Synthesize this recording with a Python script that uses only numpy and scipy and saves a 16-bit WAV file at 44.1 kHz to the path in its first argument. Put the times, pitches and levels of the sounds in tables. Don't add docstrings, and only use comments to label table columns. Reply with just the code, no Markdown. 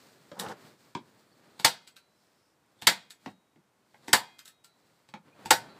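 import sys
import numpy as np
from scipy import signal
from scipy.fft import rfft, irfft, next_fast_len
from scipy.io import wavfile
from scipy.ndimage import uniform_filter1d

SR = 44100
rng = np.random.default_rng(int(sys.argv[2]) if len(sys.argv) > 2 else 0)


def transcribe(u):
    v = np.clip(np.atleast_2d(u).T, -1, 1)
    q = np.round(v * 32767).astype(np.int16)
    wavfile.write(sys.argv[1], SR, q)


N = 255730
T = np.arange(int(.6 * SR)) / SR

# time in seconds, level in dB, trims for box, bench thump and treble in dB,
# box pitch factor, bark in dB and its Hz, clang in dB and its Hz, then latch, spring and effort in dB.
SHOTS = [(1.647, -4.5, -10, -30.5, -2.5, 0.95, 2, 1500, 3.5, 4600, -27, -8, -59.5),
         (2.8703, -4, -11.5, -26.5, -2.5, 0.99, 5.5, 1934, 4, 3500, -27, -7.5, -62.5),
         (4.131, -6, -5, -30, 0.5, 1.03, 6, 1784, 3, 3388, -27.5, -1.5, -58),
         (5.507, -7, -1.5, -26.5, 1, 0.96, 9, 1500, 2.5, 4570, -28, -8, -64)]


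def staple(box_db, thump_db, treble_db, pitch, bark_db, bark_hz, clang_db, clang_hz, ring_db):
    slip = undb(-34) * steel(t60=.03, treble_db=treble_db, ring_db=-14.5)
    crack = undb(-7.5) * steel(t60=.046, treble_db=treble_db, ring_db=ring_db)
    stop = undb(-12.5) * steel(t60=.038, treble_db=treble_db - 3, ring_db=ring_db)
    box = undb(box_db - 6) * wood(t60=.04, ring_db=ring_db + 7, pitch=pitch, rise_s=.0011)
    boom = undb(thump_db) * thump()
    blow = together((0, slip), (.002, crack), (.004, box), (.0048, stop), (.005, boom))
    return colour(blow, [(1050, 0), (bark_hz, bark_db), (2600, 0), (clang_hz, clang_db), (6300, 0)])


def shots():
    out = np.zeros(N)
    for s, db, *contact, _, _, _ in SHOTS:
        direct = staple(*contact, ring_db=-5.5)
        echo = sum(workshop(staple(*contact, ring_db=-11.5)) for side in range(3))
        add(out, s - .002, undb(db) * (direct + undb(-12.5) * echo))
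    return out


def steel(t60, treble_db, ring_db):
    # frequency in Hz, gain in dB.
    crack_colour = [(30, -31.5), (75, -36), (300, -15), (520, -23), (1000, -9.5), (1500, -3.5), (2500, -3),
                    (3500, -3), (5000, -2), (6200, -6.5), (7800, -1.5), (9000, -6), (12000, -10),
                    (15000, -12.5)]
    # frequency in Hz, relative level in dB, t60 in seconds.
    frame_modes = [(1388, -5.5, 0.061), (1528, -2.5, 0.062), (1805, 1.5, 0.04), (2080, -9.5, 0.13),
                   (2846, -6.5, 0.077), (3310, -3, 0.034), (3159, 3, 0.011), (3720, 9.5, 0.015),
                   (4580, 1, 0.064), (4920, 0.5, 0.031), (5722, -3.5, 0.017), (6630, -7.5, 0.026),
                   (6840, -1.5, 0.019), (7920, 7, 0.053), (9900, -5, 0.027), (11800, -5.5, 0.046),
                   (12950, -8, 0.025)]
    crack = punch(colour(chatter(t60), crack_colour))
    blow = crack + undb(ring_db) * ring(frame_modes)
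    return colour(blow, [(4000, .0098), (10000, treble_db)])


def wood(t60, ring_db, pitch=1, rise_s=.00052):
    # frequency in Hz at pitch 1, gain in dB.
    clack_colour = [(30, -18), (80, -35), (150, -14.5), (290, -11.5), (410, -7), (600, -8), (880, 7),
                    (1130, -8.5), (1550, -8), (2100, -7), (3000, -14), (6000, -24), (15000, -45.5)]
    # frequency in Hz at pitch 1, relative level in dB, t60 in seconds.
    box_modes = [(310, -13, 0.069), (526, -7.5, 0.09), (674, -6, 0.027), (687, -2.5, 0.038),
                 (900.6, 3.5, .05), (956, -1.5, 0.11), (1080, -1.5, 0.027), (1140.6, -6.5, 0.051),
                 (1484, -6.5, 0.037), (1595, -4.5, 0.024)]
    clack = punch(colour(chatter(t60), [(hz * pitch, db) for hz, db in clack_colour]))
    panels = undb(ring_db) * ring(box_modes, pitch, scatter=.0054)
    return (clack + panels) * (1 - np.exp(-T / rise_s))


def thump(pitch=1):
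    # frequency in Hz at pitch 1, relative level in dB, t60 in seconds.
    bench_modes = [(112, -12, 0.18), (147, -9, 0.098), (178.1, -1, 0.065), (207, 0, 0.092),
                   (270, -6.5, 0.038), (345.6, 1, 0.035)]
    return ring(bench_modes, pitch, scatter=.011) * (1 - np.exp(-T / .0018))


def click(box_db, treble_db, t60):
    grind = undb(-25.5) * steel(t60=.034, treble_db=treble_db, ring_db=-18.5)
    tick = undb(-15.5) * steel(t60=t60, treble_db=treble_db, ring_db=-3.5)
    rattle = undb(-21.5) * steel(t60=.043, treble_db=treble_db, ring_db=-11.5)
    box = undb(box_db - 7) * wood(t60=.0057, ring_db=-6.5)
    boom = undb(box_db - 8.5) * thump()
    direct = together((0, grind), (.005, tick), (.005, box + boom), (.013, rattle))
    return direct + undb(-4.5) * workshop(direct)


def clicks():
    # time in seconds, level in dB, box trim in dB, treble in dB.
    contacts = [(0.397, -21.5, -22, 2.5), (0.4859, -37.5, -4, -2), (1.8748, -37, -43.5, -4),
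                (1.9658, -39, -32, -3.5), (3.1061, -35, -37, 0), (4.3907, -35.5, -36, -0.5),
                (4.4557, -40.5, -29, 3.5), (4.4783, -40, -27, 4), (4.6449, -44, -30, 4),
                (5.089, -45.5, -7, -7)]
    # frequency in Hz, relative level in dB, t60 in seconds.
    handle_modes = [(1341, -31, 0.12), (3860, -9, 0.022), (4130, -19.5, .08)]
    latch_lead_s, grind_s = .0492, .005
    out = np.zeros(N)
    for s, _, box_db, *_, latch_db, _, _ in SHOTS:
        latch = click(box_db - 1, treble_db=-5, t60=.04)
        add(out, s - latch_lead_s - grind_s, undb(latch_db) * latch)
    for s, db, box_db, treble_db in contacts:
        add(out, s - grind_s, undb(db) * click(box_db, treble_db, t60=.043))
        add(out, s, undb(db) * sing(handle_modes))
    return out


def knocks():
    # time in seconds, level in dB, thump and steel trims in dB, pitch factor.
    bumps = [(0.316, -32.5, -17.5, -7, 0.67), (0.463, -33.5, -10, -29, 0.84), (0.512, -53, -8, -28, 0.68),
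             (0.950, -25.5, -5, -1, 1.07), (3.26, -31, -4.5, -8, 0.95), (3.559, -57.5, 5.5, -6, 0.95),
             (3.943, -46, -26, -27, 1.01), (5.138, -29.5, -10, -24, 0.98)]
    out = np.zeros(N)
    for s, db, thump_db, steel_db, pitch in bumps:
        clack = undb(-7.5) * wood(t60=.025, ring_db=-9, pitch=pitch, rise_s=.0011)
        boom = undb(thump_db - 3.5) * thump(pitch)
        nose = undb(steel_db - 9.5) * steel(t60=.03, treble_db=-13, ring_db=-22)
        nose = colour(nose, [(2500, -.5), (7000, -2), (13000, -20)])
        knock = together((0, clack + nose), (.003, boom))
        knock = colour(knock, [(40, -12), (140, 2.5), (210, 1.5), (400, -1)])
        add(out, s, undb(db) * (knock + undb(-3) * workshop(knock)) * fade(.74))
    return out


def springs():
    # frequency in Hz, relative level in dB, t60 in seconds.
    spring_modes = [(2086.3, -53, 1), (2480, -53.5, 0.99), (3270, -49.5, 0.93), (4003, -56.5, .8),
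                    (4730, -53, .55)]
    # frequency in Hz at pitch 1, relative level in dB, t60 in seconds.
    coil_modes = [(1376, 6, .27), (4005, 0, 1.1), (4414, 2, .36)]
    # time in seconds, level in dB, pitch factor.
    jolts = [(1.963, -69.5, 1), (3.259, -69.5, .95), (4.457, -67.5, .948), (4.644, -70, 1), (5.692, -64, 1)]
    out = np.zeros(N)
    for s, *_, spring_db, _ in SHOTS:
        add(out, s, undb(spring_db) * sing(spring_modes))
    for s, db, pitch in jolts:
        add(out, s, undb(db) * sing(coil_modes, pitch))
    return out


def drag():
    # frequency in Hz, gain in dB.
    scrape_colour = [(60, -34), (120, -22), (190, 0.5), (320, -10), (480, 2.5), (620, -13), (820, 0),
                     (1200, -8.5), (1500, -8.5), (2400, -25.5), (5000, -25.5), (15000, -44)]
    start_s, lift_off_s, release_s = .33, .512, .036
    speed = np.interp(np.arange(N) / SR, [start_s, lift_off_s, lift_off_s + release_s], [0, 1, 0])
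    return undb(-39) * speed * friction(scrape_colour, grain_db=3.5, uneven_db=4)


def lever():
    # frequency in Hz, gain in dB.
    rub_colour = [(80, -28), (200, -2.5), (450, 1.5), (1000, 2.5), (1900, -6.5), (2800, -7), (4200, 0.5),
                  (5500, -12), (8000, -8), (15000, -22.5)]
    squeeze_s = .13
    t = np.arange(N) / SR
    force = sum(undb(effort_db) * np.interp(t, [s - squeeze_s, s], [0, 1], right=0)
                for s, *_, effort_db in SHOTS)
    return undb(1) * force * friction(rub_colour, grain_db=3.5, uneven_db=2)


def clothing():
    # middle and length in seconds, cloth and sleeve swish levels in dB.
    strokes = [(.04, 0.37, -60.5, -64), (0.269, 0.31, -62.5, -66), (0.496, 0.24, -50.5, -76),
               (0.662, .22, -56.5, -60.5), (0.846, .24, -65, -66), (1.139, .52, -65.5, -70),
               (1.46, 0.39, -63.5, -72), (2.278, 0.58, -78, -75.5), (3.268, 0.16, -67.5, -66),
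               (4.918, 0.6, -73.5, -74), (5.285, .12, -62.5, -78), (5.452, 0.26, -53, -69),
               (5.658, 0.31, -54, -79), (5.8, .12, -54.5, -71)]
    # frequency in Hz, gain in dB.
    cloth_colour = [(30, -38), (60, -27.5), (115, 2), (200, 3), (380, 0.5), (800, -5), (1700, -9),
                    (2800, -17), (4500, -20), (5500, -29), (8000, -29), (15000, -37.5)]
    swish_colour = [(200, -27), (1500, 1), (3000, -4), (4400, 1.5), (6200, -6.5), (8000, -3.5),
                    (10000, -12), (15000, -10.5)]
    leans = [(s, .8, effort_db - 9, effort_db - 14.5) for s, *_, effort_db in SHOTS]
    out = np.zeros(N)
    for s, length_s, cloth_db, swish_db in strokes + leans:
        speed = swell(length_s)
        cloth = undb(cloth_db) * friction(cloth_colour, grain_db=3, uneven_db=1.6, size=len(speed))
        swish = undb(swish_db) * friction(swish_colour, grain_db=3, uneven_db=1.7, size=len(speed))
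        add(out, s - length_s / 2, speed * (cloth + swish))
    return out


def squeaks():
    # start and length in seconds, frequency in Hz, level in dB.
    slips = [(1.313, 0.03, 4550, -67), (2.781, .04, 3620, -65), (5.321, 0.024, 2460, -62)]
    out = np.zeros(N)
    for s, length_s, hz, db in slips:
        grip = swell(length_s)
        wavering_hz = hz * (1 + .029 * walk(360, len(grip)))
        add(out, s, undb(db) * grip * np.sin(2 * np.pi * np.cumsum(wavering_hz) / SR))
    return out


def soft_hiss():
    # middle and length in seconds, level in dB.
    swells = [(2.22, .3, -79), (2.438, 0.25, -77.5)]
    # frequency in Hz, gain in dB.
    hiss_colour = [(1000, -22), (3800, -13), (5300, 6), (6600, -12), (8500, -8), (15000, -22)]
    out = np.zeros(N)
    for s, length_s, db in swells:
        envelope = swell(length_s)
        hiss = friction(hiss_colour, grain_db=4, uneven_db=1.5, size=len(envelope))
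        add(out, s - length_s / 2, undb(db) * envelope * hiss)
    return out


def workshop(x):
    early_colour = [(60, -11.5), (150, -1.5), (400, 5), (900, 1.5), (3000, .5), (8000, -2), (15000, -1.5)]
    late_colour = [(70, -8), (160, 10.5), (400, 3), (2000, -3), (4500, -4), (8000, -11.5), (15000, -20)]
    early = colour(chatter(t60=.14), early_colour) * (1 - np.exp(-(T / .006) ** 2))
    late = colour(chatter(t60=.34), late_colour) * (1 - np.exp(-(T / .025) ** 2))
    response = punch(early) + undb(-18.5) * punch(late)
    return signal.fftconvolve(x, response / np.linalg.norm(response))[:len(T)]


def still_air():
    tone = [(30, -22.5), (70, -9.5), (130, -.5), (300, -2.5), (1000, -6.5), (2500, -15.5),
            (4500, -19.5), (8000, -21), (15000, -28.5)]
    return undb(-71.5) * unit(colour(rng.standard_normal(N), tone))


def ring(modes, pitch=1, scatter=.0067):
    tones = np.zeros(len(T))
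    for hz, db, t60 in modes:
        level, detune, phase = rng.standard_normal(3)
        cycles = hz * pitch * (1 + scatter * detune) * T + phase
        tones += undb(db + 2 * level) * fade(t60) * np.sin(2 * np.pi * cycles)
    return punch(tones)


def sing(modes, pitch=1):
    waver_db = 1.5
    tones = sum(undb(db + waver_db * walk(28, len(T))) * fade(t60) * np.sin(2 * np.pi * hz * pitch * T)
                for hz, db, t60 in modes)
    return tones * (1 - T / T[-1]) ** .5


def friction(points, grain_db, uneven_db, size=N):
    slips = rng.standard_normal(size) * undb(grain_db * rng.exponential(size=size).clip(0, 6))
    return unit(colour(slips, points)) * undb(uneven_db * walk(30, size))


def chatter(t60):
    return rng.standard_normal(len(T)) * fade(t60)


def fade(t60):
    return np.exp(-np.log(1000) * T / t60)


def swell(length_s):
    return signal.windows.hann(int(length_s * SR)) ** .5


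def walk(rate_hz, size):
    hold = int(SR / rate_hz)
    return uniform_filter1d(np.repeat(rng.standard_normal(size // hold + 1), hold), hold)[:size]


def colour(x, points):
    size = next_fast_len(len(x) // 2 + 2048) * 2
    hz, db = np.transpose(points)
    bin_hz = np.arange(size // 2 + 1) * SR / size
    gain = undb(np.interp(np.log(bin_hz + 1), np.log(hz), db))
    cepstrum = irfft(np.log(gain))
    cepstrum[1:size // 2] *= 2
    cepstrum[size // 2 + 1:] = 0
    return irfft(rfft(x, size) * np.exp(rfft(cepstrum)))[:len(x)]


def undb(db):
    return 10 ** (np.asarray(db) / 20)


def unit(x):
    return x / np.sqrt(np.mean(x ** 2))


def punch(x):
    return x / np.sqrt(np.sum(x ** 2) / (SR / 100))


def together(*parts):
    return sum(np.pad(x, (int(s * SR), 0))[:len(T)] for s, x in parts)


def add(track, s, x):
    i = int(s * SR)
    x, i = x[max(-i, 0):], max(i, 0)
    track[i:i + len(x)] += x[:N - i]


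def scene():
    gun = shots() + lever() + clicks() + knocks() + springs() + drag()
    return (gun + clothing() + soft_hiss() + squeaks() + still_air())[None]


def record(dry):
    low_cut_hz, top_hz, ceiling = 54, 15400, .48
    thin = signal.sosfilt(signal.butter(2, low_cut_hz, "high", fs=SR, output="sos"), dry)
    squashed = ceiling * np.tanh(thin / ceiling)
    return signal.sosfilt(signal.ellip(10, .2, 80, top_hz, fs=SR, output="sos"), squashed)


dry = scene()
out = record(dry)
transcribe(out)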